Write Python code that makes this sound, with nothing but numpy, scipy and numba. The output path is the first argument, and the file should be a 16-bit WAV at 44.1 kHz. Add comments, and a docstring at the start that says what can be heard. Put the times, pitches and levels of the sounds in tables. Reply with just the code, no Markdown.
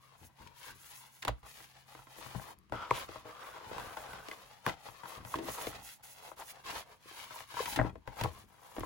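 """A paper notebook is opened, slid into the flap of a leatherette cover and turned over on a table.
Paper and palms stick and slip in tiny steps, making a grainy rasp and hiss. The stiff boards knock and
flop onto the table, edges snap, fingernails click, trapped air pops and the cover creaks as it drags.
A phone hears it from close above, in a small, quiet room with a faint hum."""
import sys
import numpy as np
from scipy import signal
from scipy.fft import rfft, irfft, next_fast_len
from scipy.io import wavfile
from scipy.ndimage import uniform_filter1d, map_coordinates
from numba import njit

SR = 44100
rng = np.random.default_rng(int(sys.argv[2]) if len(sys.argv) > 2 else 0)


def pcm_store(signal):
    """Save signal as 16-bit PCM."""
    levels = np.round(np.clip(np.atleast_2d(signal), -1, 1) * 32767)
    wavfile.write(sys.argv[1], SR, levels.astype(np.int16).T)


N = 390392
TIME = np.arange(N) / SR

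# A mode is a note an object rings at; t60 is the time a sound takes to fade by 60 dB.
# modes of the boards and pages: f/Hz, multiple of the contact's t60, level/dB
BOARD_MODES = [(319.4, 2.45, -0.5), (419.6, 1.5, -4.5), (489.3, 1.92, -2), (628, 2.26, -4.5),
               (786, 1.83, -5), (953, 0.73, 5.5), (1062, 1.48, -2.5), (1345, 0.99, -1), (1570, 1.1, -4),
               (2015, 1.02, -4), (2482, 0.47, -7), (3310, 0.59, -7)]
# tone of rubbed boards: f/Hz, level/dB
RASP_SPECTRUM = [(130, -38), (250, -1), (480, 3.5), (630, -1.5), (850, 4), (1150, 0.5), (1600, -4.5),
                 (2100, -8), (3000, -14.5), (6000, -51)]


def undb(db):
    """Turn decibels into a gain."""
    return 10 ** (np.asarray(db) / 20)


def unit(x):
    """Scale to an average (rms) strength of 1."""
    return x / np.sqrt(np.mean(x ** 2) + 1e-18)


def curves(table):
    """Join each column's points with straight lines in time."""
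    times, *columns = np.transpose(table)
    return [np.interp(TIME, times, column) for column in columns]


def colour(x, spectrum):
    """Shape the tone with (f/Hz, level/dB) points; the result has strength 1."""
    hz, db = np.transpose(spectrum)
    n = next_fast_len(x.shape[-1], real=True)
    f = np.linspace(1, SR / 2, n // 2 + 1)
    gain = undb(np.interp(np.log(f), np.log(hz), db))
    return unit(irfft(rfft(x, n) * gain, n)[..., :x.shape[-1]])


def wander(per_s):
    """A smooth random drift with a spread near 1."""
    points = rng.standard_normal(4096)
    return unit(map_coordinates(points, [TIME * per_s], order=1, mode="wrap"))


def fade(t, t60):
    """Die away by 60 dB every t60 seconds."""
    return undb(-60 * t / max(t60, .002))


def envelope(start, attack, hold, release):
    """A movement speeds up, holds and comes to rest (gain 0-1)."""
    t = TIME - start
    rise = t / max(attack, .002)
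    fall = 1 - (t - attack - hold) / max(release, .002)
    return np.clip(np.minimum(rise, fall), 0, 1)


def stereo(three, apart):
    """Mix one shared signal with one for each side; apart runs from 0 to 1."""
    return np.sqrt(1 - apart) * three[0] + np.sqrt(apart) * three[1:]


def pan(side_db):
    """Left and right gains; side_db is left minus right."""
    return undb(np.array([[.5], [-.5]]) * side_db)


def at_peak(x, db):
    """Set the level of the loudest four milliseconds."""
    power = uniform_filter1d(np.mean(x ** 2, axis=0), size=176)
    return x * undb(db) / np.sqrt(power.max())


def add(out, start, sound):
    """Mix a stereo sound in at start seconds."""
    i = max(int(start * SR), 0)
    out[:, i:i + sound.shape[1]] += sound[:, :max(N - i, 0)]


@njit
def band_pass(x, hz, width):
    """Let through a band of sound around a moving pitch."""
    y, band, low = np.empty(len(x)), 0., 0.
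    for i in range(len(x)):
        tuning, damping = np.tan(np.pi * hz[i] / SR), width / hz[i]
        swing = (band + tuning * (x[i] - low)) / (1 + tuning * (tuning + damping))
        band = 2 * swing - band
        low += 2 * tuning * swing
        y[i] = damping * swing
    return y


def favour(hz, centre_hz, slope_db):
    """A contact's hardness favours the modes near one pitch; the rest lose up to 15 dB."""
    return -np.minimum(slope_db * np.log2(hz / centre_hz) ** 2, 15)


def ring(t, hz, t60, db, scatter_db, apart_rad, bend_s=0.):
    """Struck modes ring and fade, in a new mix for each spot that is hit."""
    hz, t60, db = hz[:, None], t60[:, None], db[:, None]
    chance = rng.standard_normal((4, len(hz), 1))
    phase = 2 * np.pi * hz * (1 + 0.03 * chance[0]) * t + apart_rad * chance[1:3]
    size = undb(db + scatter_db * chance[3]) * (-1) ** np.arange(len(hz))[:, None]
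    rise_s = 1e-6 + bend_s * (1000 / hz) ** .5  # low bending waves build up later
    rise = 1 - np.exp(-(t / rise_s) ** 2)
    return np.sum(size * rise * np.sin(phase) * undb(-60 * t / t60), axis=1)


def slips(per_s, spread_db, smooth, apart, count=N):
    """Surfaces catch and let go: tiny uneven clicks over a smooth rub."""
    hit = rng.random(count) < per_s / SR
    size = undb(spread_db * np.minimum(rng.exponential(size=count), 4))
    return stereo(rng.standard_normal((3, count)) * (unit(hit * size) + smooth), apart)


def shifting_comb(x, lag_s=0.001565, sway=0.145, share=0.73):
    """A very short, wandering echo gives the rubbing a shifting, comb-like colour."""
    heard = []
    for side in x:
        delay_s = lag_s * (1 + sway * wander(3))
        heard.append(side + share * map_coordinates(side, [(TIME - delay_s) * SR], order=1))
    return unit(np.array(heard))


def stroke_gains():
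    """Strength of rasp, scrape and hiss: strokes add up, and resting fingers rub a little."""
    # moves of a hand, page or board: start/s, attack/s, hold/s, release/s, rasp/dB, scrape/dB, hiss/dB
    strokes = [(0.0, 0.024, 0.05, 0.3, -66.5, -69.5, -70.5),
               (0.164, 0.077, 0.0084, 0.046, -61.5, -63.5, -56.5), (0.34, 0.06, 0.052, 0.12, -64, -64, -68),
               (0.525, 0.14, 0.025, 0.054, -59, -51, -51), (0.683, 0.21, 0.022, 0.26, -65, -59, -52.5),
               (1.105, 0.018, 0.038, 0.11, -74, -66, -59.5), (1.427, .008, 0.025, 0.057, -59, -66, -68),
               (1.44, 0.069, 0.11, 0.16, -66, -58, -55), (1.73, 0.047, 0.022, 0.085, -66.5, -61.5, -68),
               (1.848, 0.043, 0.071, 0.16, -62.5, -63, -61), (2.056, 0.15, 0.132, 0.17, -56, -54, -54.5),
               (2.328, 0.11, 0.076, 0.034, -54, -59, -56.5), (2.716, 0.014, 0.064, 0.45, -48, -55.5, -69),
               (2.901, 0.065, 0.013, 0.11, -48.5, -48, -47), (3.064, 0.055, 0.035, 0.11, -57, -56.5, -61.5),
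               (3.214, 0.053, 0.025, 0.1, -52, -58.5, -65), (3.288, 0.12, 0.15, 0.2, -50.5, -56.5, -62),
               (3.616, 0.086, 0.34, 0.63, -50.5, -56, -57.5), (4.198, 0.13, 0.015, 0.51, -60, -59.5, -64),
               (4.636, 0.044, 0.015, 0.067, -44, -49, -57), (4.738, 0.12, 0.037, 0.25, -55.5, -58, -60.5),
               (5.014, 0.094, 0.024, 0.053, -49.5, -51, -50), (5.134, 0.04, 0.081, .07, -55.5, -61, -69),
               (5.243, 0.045, 0.035, 0.086, -52, -54, -51.5), (5.401, 0.072, 0.21, 0.042, -49, -50, -46),
               (5.68, 0.031, 0.055, 0.12, -52, -54, -60), (5.807, 0.07, 0.035, 0.07, -66.5, -53.5, -48.5),
               (6.023, 0.019, .02, 0.13, -62.5, -56, -48), (6.137, 0.04, .005, 0.035, -56.5, -55.5, -52.5),
               (6.194, 0.06, .02, 0.082, -53, -54.5, -55.5), (6.358, 0.026, 0.026, 0.088, -53, -54.5, -51),
               (6.441, 0.065, 0.0044, 0.018, -61.5, -52, -45.5),
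               (6.505, 0.017, 0.083, 0.065, -58.5, -62.5, -67),
               (6.635, 0.068, 0.067, 0.075, -45.5, -44, -49),
               (6.836, 0.074, 0.0092, 0.066, -56.5, -63, -64), (6.989, 0.2, 0.038, 0.076, -55.5, -50, -54),
               (7.229, 0.092, 0.094, 0.059, -56, -52.5, -53), (7.461, 0.14, 0.022, 0.12, -47.5, -44, -47.5),
               (7.614, 0.068, 0.047, 0.071, -53.5, -46.5, -44), (7.758, .06, 0.048, 0.051, -46.5, -61, -73),
               (8.05, 0.033, 0.059, .05, -56, -63.5, -69), (8.15, 0.042, 0.015, 0.11, -45, -49.5, -53),
               (8.257, 0.038, .11, 0.069, -62.5, -62.5, -61.5), (8.4, 0.73, 0.03, .08, -52.5, -56.5, -53),
               (8.744, 0.034, 0.016, 0.03, -56, -67.5, -70.5)]
    # resting fingers: rasp/dB, scrape/dB, hiss/dB
    rest_db = [-74, -77, -78.5]
    # the fingers lift, so their rub dips: start/s, end/s
    lifts = [(2.54, 2.72), (7.9, 8.07)]
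    shapes = np.array([envelope(*row[:4]) ** 2 for row in strokes])
    powers = undb([row[4:] for row in strokes]) ** 2
    lifted = sum(envelope(start, .01, end - start - .02, .01) for start, end in lifts)
    resting = undb(np.array(rest_db)[:, None] - 4.9 * lifted)
    return np.sqrt(powers.T @ shapes + resting ** 2)


def board_rasp(rasp_db, hollow_hz, width_hz=214., firm_db=-57):
    """Rubbed boards rasp and the hollow under the flap rings along, most of all at a light touch."""
    boards = colour(slips(per_s=700, spread_db=2, smooth=1, apart=0.47), RASP_SPECTRUM)
    wavering_hz = hollow_hz * (1 + .09 * wander(14))
    hollow = unit(np.array([band_pass(side, wavering_hz, width_hz) for side in boards]))
    hollow_gain = undb(1 + 0.5 * (firm_db - rasp_db))
    return shifting_comb((boards + hollow_gain * hollow) / np.hypot(1, hollow_gain))


def catches(level_db, per_s=45, t60=0.069):
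    """A stitch or an edge catches for an instant and makes the boards tick."""
    out, t = np.zeros((2, N)), np.arange(1024) / SR
    hz, share, db = np.transpose(BOARD_MODES)
    for when, size, pitch in rng.random((int(per_s * N / SR), 3)):
        mode_db = db + favour(hz, 800 * 3 ** pitch, slope_db=3)
        tick = ring(t, hz, share * t60, mode_db, scatter_db=2, apart_rad=0.83)
        tick_db = level_db[int(when * N)] + 12 * np.log10(size + .02)
        add(out, when * N / SR, at_peak(tick, tick_db))
    return out


def edge_scrape():
    """Sliding edges scrape with a fine grain."""
    # tone of the scrape: f/Hz, level/dB
    spectrum = [(900, -14), (1600, 2), (2200, 1), (3200, 0.5), (4500, -2.5), (6000, -7), (9000, -14)]
    edges = slips(per_s=1800, spread_db=-1.5, smooth=0.99, apart=1)
    return shifting_comb(colour(edges, spectrum))


def paper_hiss():
    """Paper fibres slip so often that their clicks blur into a hiss."""
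    # tone of the hiss: f/Hz, level/dB
    spectrum = [(3000, -13), (5000, 0), (6500, 8), (8000, 3.5), (9500, 6), (11000, 12.5), (12500, 8),
                (15500, 11)]
    fibres = slips(per_s=6000, spread_db=1.8, smooth=1.3, apart=.18)
    return shifting_comb(colour(fibres, spectrum))


def cover_rumble(rasp_gain, attack_s=0.026, drag_db=-18):
    """The cover buckles and rumbles as it is bent or dragged."""
    # bends of the cover: start/s, release/s, level/dB
    bends = [(0.199, 0.06, -56.5), (0.38, 0.12, -58), (0.68, 0.088, -58), (1.26, 0.08, -52.5),
             (1.42, 0.73, -76), (2.16, 0.75, -61.5), (2.699, 0.12, -49.5), (2.88, 0.56, -65.5),
             (3.64, 1, -59.5), (5.15, 0.46, -55.5), (5.64, 0.25, -55), (6.15, 0.56, -74), (6.64, .14, -60),
             (7.6, 0.47, -56.5), (7.76, 0.21, -44.5), (8.18, 0.34, -54), (8.75, .2, -52)]
    # tone of the rumble: f/Hz, level/dB
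    spectrum = [(20, -16.5), (45, -5.5), (65, 1.5), (125, -5), (220, -6.5), (400, -12.5), (900, -45.5)]
    buckles = slips(per_s=120, spread_db=2.6, smooth=.7, apart=.2)
    bending = sum(undb(db) * envelope(start, attack_s, 0, release) for start, release, db in bends)
    return colour(buckles, spectrum) * np.hypot(bending, undb(drag_db) * rasp_gain)


def sliding():
    """Uneven hand pressure sways the rasp, scrape and rumble together; the hiss sways on its own."""
    # the grip: t/s, pitch of the hollow under the flap/Hz, left minus right/dB
    grip = [(0.0, 1156, 5.5), (0.24, 774, 6.5), (0.9, 1150, 5.5), (1.4, 1016, 3.5), (1.55, 904, 5),
            (2.6, 1090, 6), (3.05, 1040, 3), (3.47, 996, 2), (3.72, 784, 4), (4.3, 876, 1.5),
            (4.9, 1020, 6), (5.37, 994, 1.5), (5.84, 848, 0.5), (6.97, 866, 2), (7.45, 1150, 4),
            (7.85, 850, 3.5), (8.85, 936, 6.5)]
    hollow_hz, side_db = curves(grip)
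    rasp_gain, scrape_gain, hiss_gain = stroke_gains()
    rasp_db = 20 * np.log10(rasp_gain)
    pressure = wander(per_s=45)
    rasp = board_rasp(rasp_db, hollow_hz) * rasp_gain * undb(2.5 * pressure)
    ticks = catches(rasp_db + 2)
    scrape = edge_scrape() * scrape_gain * undb(2 * pressure)
    hiss = paper_hiss() * hiss_gain * undb(2.5 * wander(per_s=45))
    rumble = cover_rumble(rasp_gain) * undb(0.73 * pressure)
    body = rasp + ticks + rumble
    return body * pan(side_db) + scrape * pan(0.65 * side_db) + hiss * pan(0.22 * side_db - .8)


def background(air_db=-71.5, hum_hz=132):
    """Still room air and a faint, wavering hum."""
    # tone of the air: f/Hz, level/dB
    spectrum = [(20, -24.5), (60, 12.5), (130, 14), (300, 2.5), (600, -21.5), (1000, -9), (2000, -4),
                (5000, -17.5), (16000, -49.5)]
    # loudness of the hum: t/s, level/dB
    hum_levels = [(0, -73.5), (1.2, -76.5), (2.2, -69.5), (2.7, -80), (8.85, -78)]
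    air = colour(stereo(rng.standard_normal((3, N)), apart=0.97), spectrum)
    air *= undb(air_db + 0.23 * wander(5.1))
    cycles = np.cumsum(hum_hz * (1 + 0.0078 * wander(34))) / SR
    hum = unit(np.sin(2 * np.pi * cycles))
    return air + hum * undb(curves(hum_levels)[0] + 0.5 * wander(2.47))


def taps():
    """Each contact knocks the boards, thuds into the table and snaps a paper edge; the pages chatter."""
    # contacts, with levels trimmed below: t/s, knock/dB, thud/dB, snap/dB, knock centre/Hz,
    # thud centre/Hz, base t60/s, left minus right/dB
    contacts = [(0.473, -60, -70, -51, 1320, 132, 0.029, 9), (1.223, -60, -68, -43, 1900, 134, 0.037, -1),
                (1.226, -57, -65, -39.5, 1710, 134, 0.05, 2), (1.236, -45, -69, -52, 1150, 134, 0.023, 1),
                (1.2499, -36, -51, -34, 680, 176, 0.02, 1), (1.273, -37, -52, -48, 596, 176, 0.013, 0),
                (1.2801, -30.5, -42, -31, 1500, 188, 0.016, -1),
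                (1.2842, -30.5, -37.5, -36, 750, 115, 0.021, 4),
                (1.2907, -31.5, -39.5, -60, 640, 90, 0.012, -1),
                (1.301, -52, -39.5, -71, 550, 70.0, 0.019, -1), (1.43, -55, -54, -65, 880, 69, 0.06, -2),
                (1.603, -50, -68, -66, 1510, 135, 0.035, -1), (1.949, -47, -64, -55, 1090, 140, 0.038, 1),
                (1.99, -51, -57.5, -73, 905, 70, 0.057, -2), (2.069, -53, -64, -62, 1190, 137, 0.05, -4),
                (2.183, -49.5, -59, -54, 490, 140, 0.061, 8), (2.261, -50, -59, -66, 930, 130, 0.022, 21),
                (2.348, -46, -51.5, -68, 760, 187, 0.014, 20),
                (2.353, -48, -38.5, -66, 1300, 141, 0.054, 13), (2.396, -45, -75, -71, 840, 108, 0.014, 10),
                (2.696, -63, -77, -62, 1480, 150, 0.019, 8), (2.722, -31, -46.5, -49, 675, 150, 0.018, 7),
                (2.731, -45, -57, -53, 1800, 150, 0.016, 4), (2.7351, -35.5, -43.5, -59, 980, 188, 0.05, 3),
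                (2.9085, -38, -40, -35, 2500, 80.5, 0.012, 2), (2.916, -34.5, -48, -65, 550, 190, 0.011, 1),
                (3.089, -42, -52, -51, 340, 105, 0.024, 6), (3.158, -41, -56, -62, 796, 110, 0.03, 7),
                (3.251, -46.5, -56, -63, 525, 143, 0.14, 4), (3.43, -50, -70, -53, 1150, 130, 0.022, -5),
                (3.712, -38.5, -53, -55, 500, 105, 0.017, 0), (3.781, -34.5, -54, -45, 766, 102, 0.032, 0),
                (3.797, -40, -55, -46, 700, 110, 0.025, 2), (3.867, -51, -67, -60, 1000, 110, 0.02, -2),
                (3.969, -37, -76, -49, 960, 70.0, 0.064, 3), (4.133, -43.5, -54, -52, 1240, 120, 0.025, 3),
                (4.285, -42, -71.5, -41, 523, 178, 0.015, 5), (4.313, -39, -72, -45, 2270, 120.4, 0.032, 3),
                (4.6646, -27, -37.5, -32, 790, 190, 0.011, 8), (4.67, -33, -43, -48, 398, 190, 0.0085, 2),
                (4.6769, -31.5, -46, -40, 850, 155, 0.04, 2), (4.694, -39, -50, -41, 1420, 67.3, 0.052, 8),
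                (4.886, -46.5, -55, -54, 1160, 110, 0.02, 9),
                (5.033, -43.5, -55, -63, 985, 188, 0.087, 9.5),
                (5.056, -41, -66, -52, 1540, 88.8, 0.021, 3),
                (5.249, -44.5, -49, -47.5, 884, 189, 0.021, 6),
                (5.34, -31.5, -67, -48, 1140, 183, 0.043, -1), (5.355, -39, -54, -41, 313, 167, 0.096, 1.5),
                (5.385, -40, -52, -46.5, 468, 178, 0.14, 5), (5.484, -35, -46, -57, 770, 157, 0.028, 3),
                (5.582, -39, -68, -62, 1090, 183, 0.11, 0), (5.612, -42, -54, -42, 1030, 99.6, 0.077, 2),
                (5.669, -33, -47, -37, 510, 65, 0.016, 5), (6.315, -43.5, -74, -70, 830, 127, 0.022, 5.5),
                (7.055, -55, -69, -75, 310, 188, 0.024, 3), (7.111, -51.5, -73, -72, 560, 188, 0.022, 4),
                (7.306, -46, -65, -69.5, 994, 131, 0.077, 6), (7.343, -47, -70, -61, 1064, 178, 0.028, 0),
                (7.359, -42.5, -74, -59, 1070, 178, 0.082, 0), (7.388, -51, -76, -47, 1100, 93, 0.04, 0),
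                (7.404, -46, -64, -51, 1050, 75.4, 0.029, 7), (7.541, -41, -57, -53, 1060, 61.9, 0.025, 6),
                (7.568, -33.5, -74, -58, 1080, 187, 0.12, 3.5),
                (7.657, -41, -62, -36.5, 1800, 120, 0.082, 7),
                (7.76, -35, -46, -32.5, 1400, 120, 0.096, 7.5), (7.774, -35, -35, -60, 420, 150, 0.028, 8),
                (7.789, -24, -29, -62, 770, 109, 0.014, 7), (7.7958, -26, -28, -58, 665, 170, 0.019, 6),
                (7.813, -27.5, -33, -73, 675, 133, 0.01, 12.5), (7.846, -33.5, -45, -71, 328, 188, 0.02, 5),
                (7.857, -42.5, -38, -68, 1220, 115, 0.075, 8), (7.955, -44, -59, -63, 530, 148, 0.024, 6.5),
                (8.075, -38.5, -44.5, -47.5, 755, 90, 0.025, 9),
                (8.211, -34.5, -35, -35, 780, 148, 0.039, 4.5),
                (8.236, -37.5, -37.5, -35.5, 637, 127, 0.067, 4),
                (8.245, -31, -36, -65, 750, 108, 0.069, 3), (8.257, -31, -41, -67, 595, 118, 0.011, 5.5),
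                (8.764, -40.5, -60, -50.5, 700, 99.6, 0.038, 5),
                (8.782, -33.5, -45, -64, 351, 88.8, 0.018, 0.5),
                (8.806, -39, -42, -45, 330, 53.8, 0.019, 3), (8.832, -34.5, -52, -72, 845, 75.4, 0.025, 5)]
    # modes of the table under the book: f/Hz, t60/s, level/dB
    table_modes = [(50, 0.15, -2), (67.6, 0.11, -4.5), (90.3, 0.091, -2), (122.7, 0.074, 4),
                   (172, 0.08, -2), (205, 0.066, -4), (274.6, 0.07, -2.5)]
    out, t = np.zeros((2, N)), np.arange(8192) / SR
    board_hz, share, board_db = np.transpose(BOARD_MODES)
    table_hz, table_t60, table_db = np.transpose(table_modes)
    give = 1 - np.exp(-(t / 0.0015) ** 2)  # soft board gives way before it bears the load
    for start, knock_db, thud_db, snap_db, knock_hz, thud_hz, t60, side_db in contacts:
        knock_mix = board_db + favour(board_hz, knock_hz, slope_db=7.5)
        knock = ring(t, board_hz, share * t60, knock_mix, scatter_db=3, apart_rad=0.84, bend_s=0.0012)
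        thud_mix = table_db + favour(table_hz, thud_hz, slope_db=5.5)
        thud = ring(t, table_hz, table_t60, thud_mix, scatter_db=6.5, apart_rad=0.48)
        thud *= 1 - np.exp(-t / 0.0019)
        noise = stereo(rng.standard_normal((3, len(t))), apart=0.81)
        snap = at_peak(paper_snap(noise, t, t60), snap_db - .3)
        pages = give * colour(noise, RASP_SPECTRUM) * fade(t, 2 * t60)
        body = at_peak(knock, knock_db - .8) + at_peak(pages, knock_db - 15) + at_peak(thud, thud_db - .8)
        add(out, start, body * pan(side_db) + snap * pan(0.27 * side_db))
    return out


def paper_snap(noise, t, t60):
    """A paper edge snaps: a sudden burst of noise with a faint tail."""
    # tone of the snap: f/Hz, level/dB
    spectrum = [(500, -18), (1800, 6.5), (3500, 2.5), (6000, -6.5), (11000, -11), (16000, -11)]
    rise = 1 - np.exp(-t / 0.0003)
    decay = fade(t, 0.64 * t60) + undb(-12.5) * fade(t, 0.063)
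    return colour(noise, spectrum) * rise * decay


def flap_ring(push, bend):
    """The stiff flap rings at a few sharp pitches that shift as it bends."""
    # modes of the flap: f/Hz, width of each filter pass/Hz, level/dB
    modes = [(996, 160, 0.5), (1384, 204, 4.5), (2300, 480, -13), (3080, 200, -11.5), (3380, 240, -10.5),
             (5070, 500, -23)]
    out = np.zeros(len(push))
    for hz, width, db in modes:
        once = band_pass(push, hz * bend, float(width))
        out += undb(db) * band_pass(once, hz * bend, float(width))
    return out


def edge_drags(waver=0.022):
    """A board edge drags along the flap in uneven jerks that make it ring."""
    # drags: start/s, attack/s, hold/s, release/s, slips per second, flap pitch ratio, level/dB
    drags = [(0.61, 0.067, 0.033, 0.061, 690, 1.2, -56.5), (2.736, .03, .065, .07, 1000, 0.99, -43.5),
             (3.329, 0.12, .08, .14, 540, 1.05, -56.5), (3.687, .08, .07, .17, 450, 1.14, -53),
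             (4.002, .12, .03, 0.17, 400, 1.115, -54)]
    out = np.zeros((2, N))
    for start, attack, hold, release, per_s, ratio, db in drags:
        gain = envelope(start, attack, hold, release)
        moving = gain > 0
        push = slips(per_s, spread_db=1, smooth=1, apart=0.36, count=int(moving.sum()))
        bend = ratio * (1 + waver * wander(12)[moving])
        ringing = unit(np.array([flap_ring(side, bend) for side in push]))
        out[:, moving] += ringing * gain[moving] * undb(db) * pan(2.2)
    return out


def nail_clicks():
    """A fingernail meets the leatherette with a tiny, bright click."""
    # clicks: t/s, level before a 6 dB cut/dB
    clicks = [(1.2213, -46), (1.2497, -36), (1.279, -33), (2.5877, -49), (4.664, -29), (6.0353, -42),
              (8.0742, -57), (8.2368, -31), (8.6344, -52.5), (8.7957, -36)]
    # tone of a click: f/Hz, level/dB
    spectrum = [(2000, -21), (5000, -3), (8000, -13), (12000, 11), (16000, -5.5)]
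    out, t = np.zeros((2, N)), np.arange(1024) / SR
    for start, db in clicks:
        noise = stereo(rng.standard_normal((3, len(t))), apart=0.27)
        click = colour(noise, spectrum) * fade(t, t60=.007)
        add(out, start, at_peak(click, db - 6))
    return out


def air_pops():
    """Air trapped between flap and board pops out with a short, hollow note that usually sinks."""
    # pops: t/s, starting pitch/Hz, fall/(octaves per s), swell/s, t60/s, level/dB, left minus right/dB
    pops = [(1.279, 1170, 18, 0.00074, .01, -28, -1), (2.9085, 2240, 10, .0008, 0.0083, -30, 5),
            (2.9095, 1090, 19, 0.0034, 0.014, -20, 3), (2.9099, 490, 25, 0.0022, 0.02, -29, 8),
            (4.664, 1750, 29, 0.00063, 0.0074, -29.5, 7), (5.34, 1130, 13, .0008, .032, -30.5, 0),
            (7.59, 1090, 4, .003, .05, -36, 12), (7.599, 473, -2.5, 0.0081, 0.023, -30, 3),
            (7.675, 936, 5, 0.0057, 0.03, -40, 12), (7.788, 1670, 15, .0015, 0.038, -29, 3),
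            (7.7955, 1960, 6.5, 0.0017, .035, -32, -2)]
    out, t = np.zeros((2, N)), np.arange(4096) / SR
    for start, hz, fall, swell, t60, db, side_db in pops:
        cycles = np.cumsum(hz * 2 ** (-fall * t)) / SR
        shape = np.minimum(t / swell, 1) ** 2 * fade(np.maximum(t - swell, 0), t60)
        note = shape * np.sin(2 * np.pi * cycles)
        add(out, start, at_peak(note[None], db) * pan(side_db))
    return out


def cover_creaks():
    """The leatherette sticks and slips almost evenly: a low creak when slow, a rough squeak when fast."""
    # creaks: start/s, length/s, slips per second, unevenness (0-1), level/dB
    creaks = [(2.934, 0.053, 2800, 0.3, -45.5), (5.353, 0.084, 330, 0.26, -47),
              (5.422, 0.099, 300, 0.36, -49.5), (6.391, 0.045, 840, 0.16, -45.5)]
    out = np.zeros((2, N))
    for start, length, per_s, uneven, db in creaks:
        t = np.arange(int(length * SR)) / SR
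        # every slip has its own speed and strength
        speed, size = (map_coordinates(points, [t * per_s], order=1, mode="wrap")
                       for points in rng.standard_normal((2, 512)))
        cycles = np.cumsum(per_s * (1 + uneven * speed)) / SR
        tone = sum(undb(-12 * np.log2(k)) * np.sin(2 * np.pi * k * cycles) for k in range(1, 5))
        swell = np.sqrt(np.sin(np.pi * t / length))
        add(out, start, unit(tone * undb(4.9 * size)) * swell * undb(db) * pan(2.7))
    return out


def room(x, t60, echo_db):
    """Nearby walls add a short, dull echo."""
    t = np.arange(SR // 2) / SR
    spectrum = [(60, 3), (1000, -12), (4000, -9.5), (16000, -18.5)]  # f/Hz, level/dB
    tail = colour(rng.standard_normal((2, len(t))), spectrum) * fade(t, t60) * (t > .006)
    tail /= np.sqrt(np.sum(tail ** 2) / 2)
    return x + undb(echo_db) * signal.fftconvolve(x, tail, axes=1)[:, :N]


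def scene():
    """The notebook is handled in the quiet room."""
    handling = sliding() + edge_drags() + taps() + air_pops() + nail_clicks() + cover_creaks()
    return room(handling, t60=0.17, echo_db=-15.5) + background()


def record(dry):
    """The phone's microphone holes notch the treble, the left hears a bit earlier, and the top is cut."""
    # notches: f/Hz, width/Hz, depth/dB
    notches = [(9280, 225, 16.5), (13380, 1020, 16)]
    top_hz, lag_s = 16000, np.array([[0], [1.7e-5]])
    n = next_fast_len(N, real=True)
    f = np.linspace(0, SR / 2, n // 2 + 1)
    notch_db = sum(-depth * np.exp(-((f - hz) / width) ** 2) for hz, width, depth in notches)
    delay = np.exp(-2j * np.pi * f * lag_s)
    heard = irfft(rfft(dry, n) * undb(notch_db) * delay, n)[:, :N]
    return signal.sosfilt(signal.ellip(10, .2, 70, top_hz, fs=SR, output="sos"), heard)


dry = scene()
out = record(dry)
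pcm_store(out)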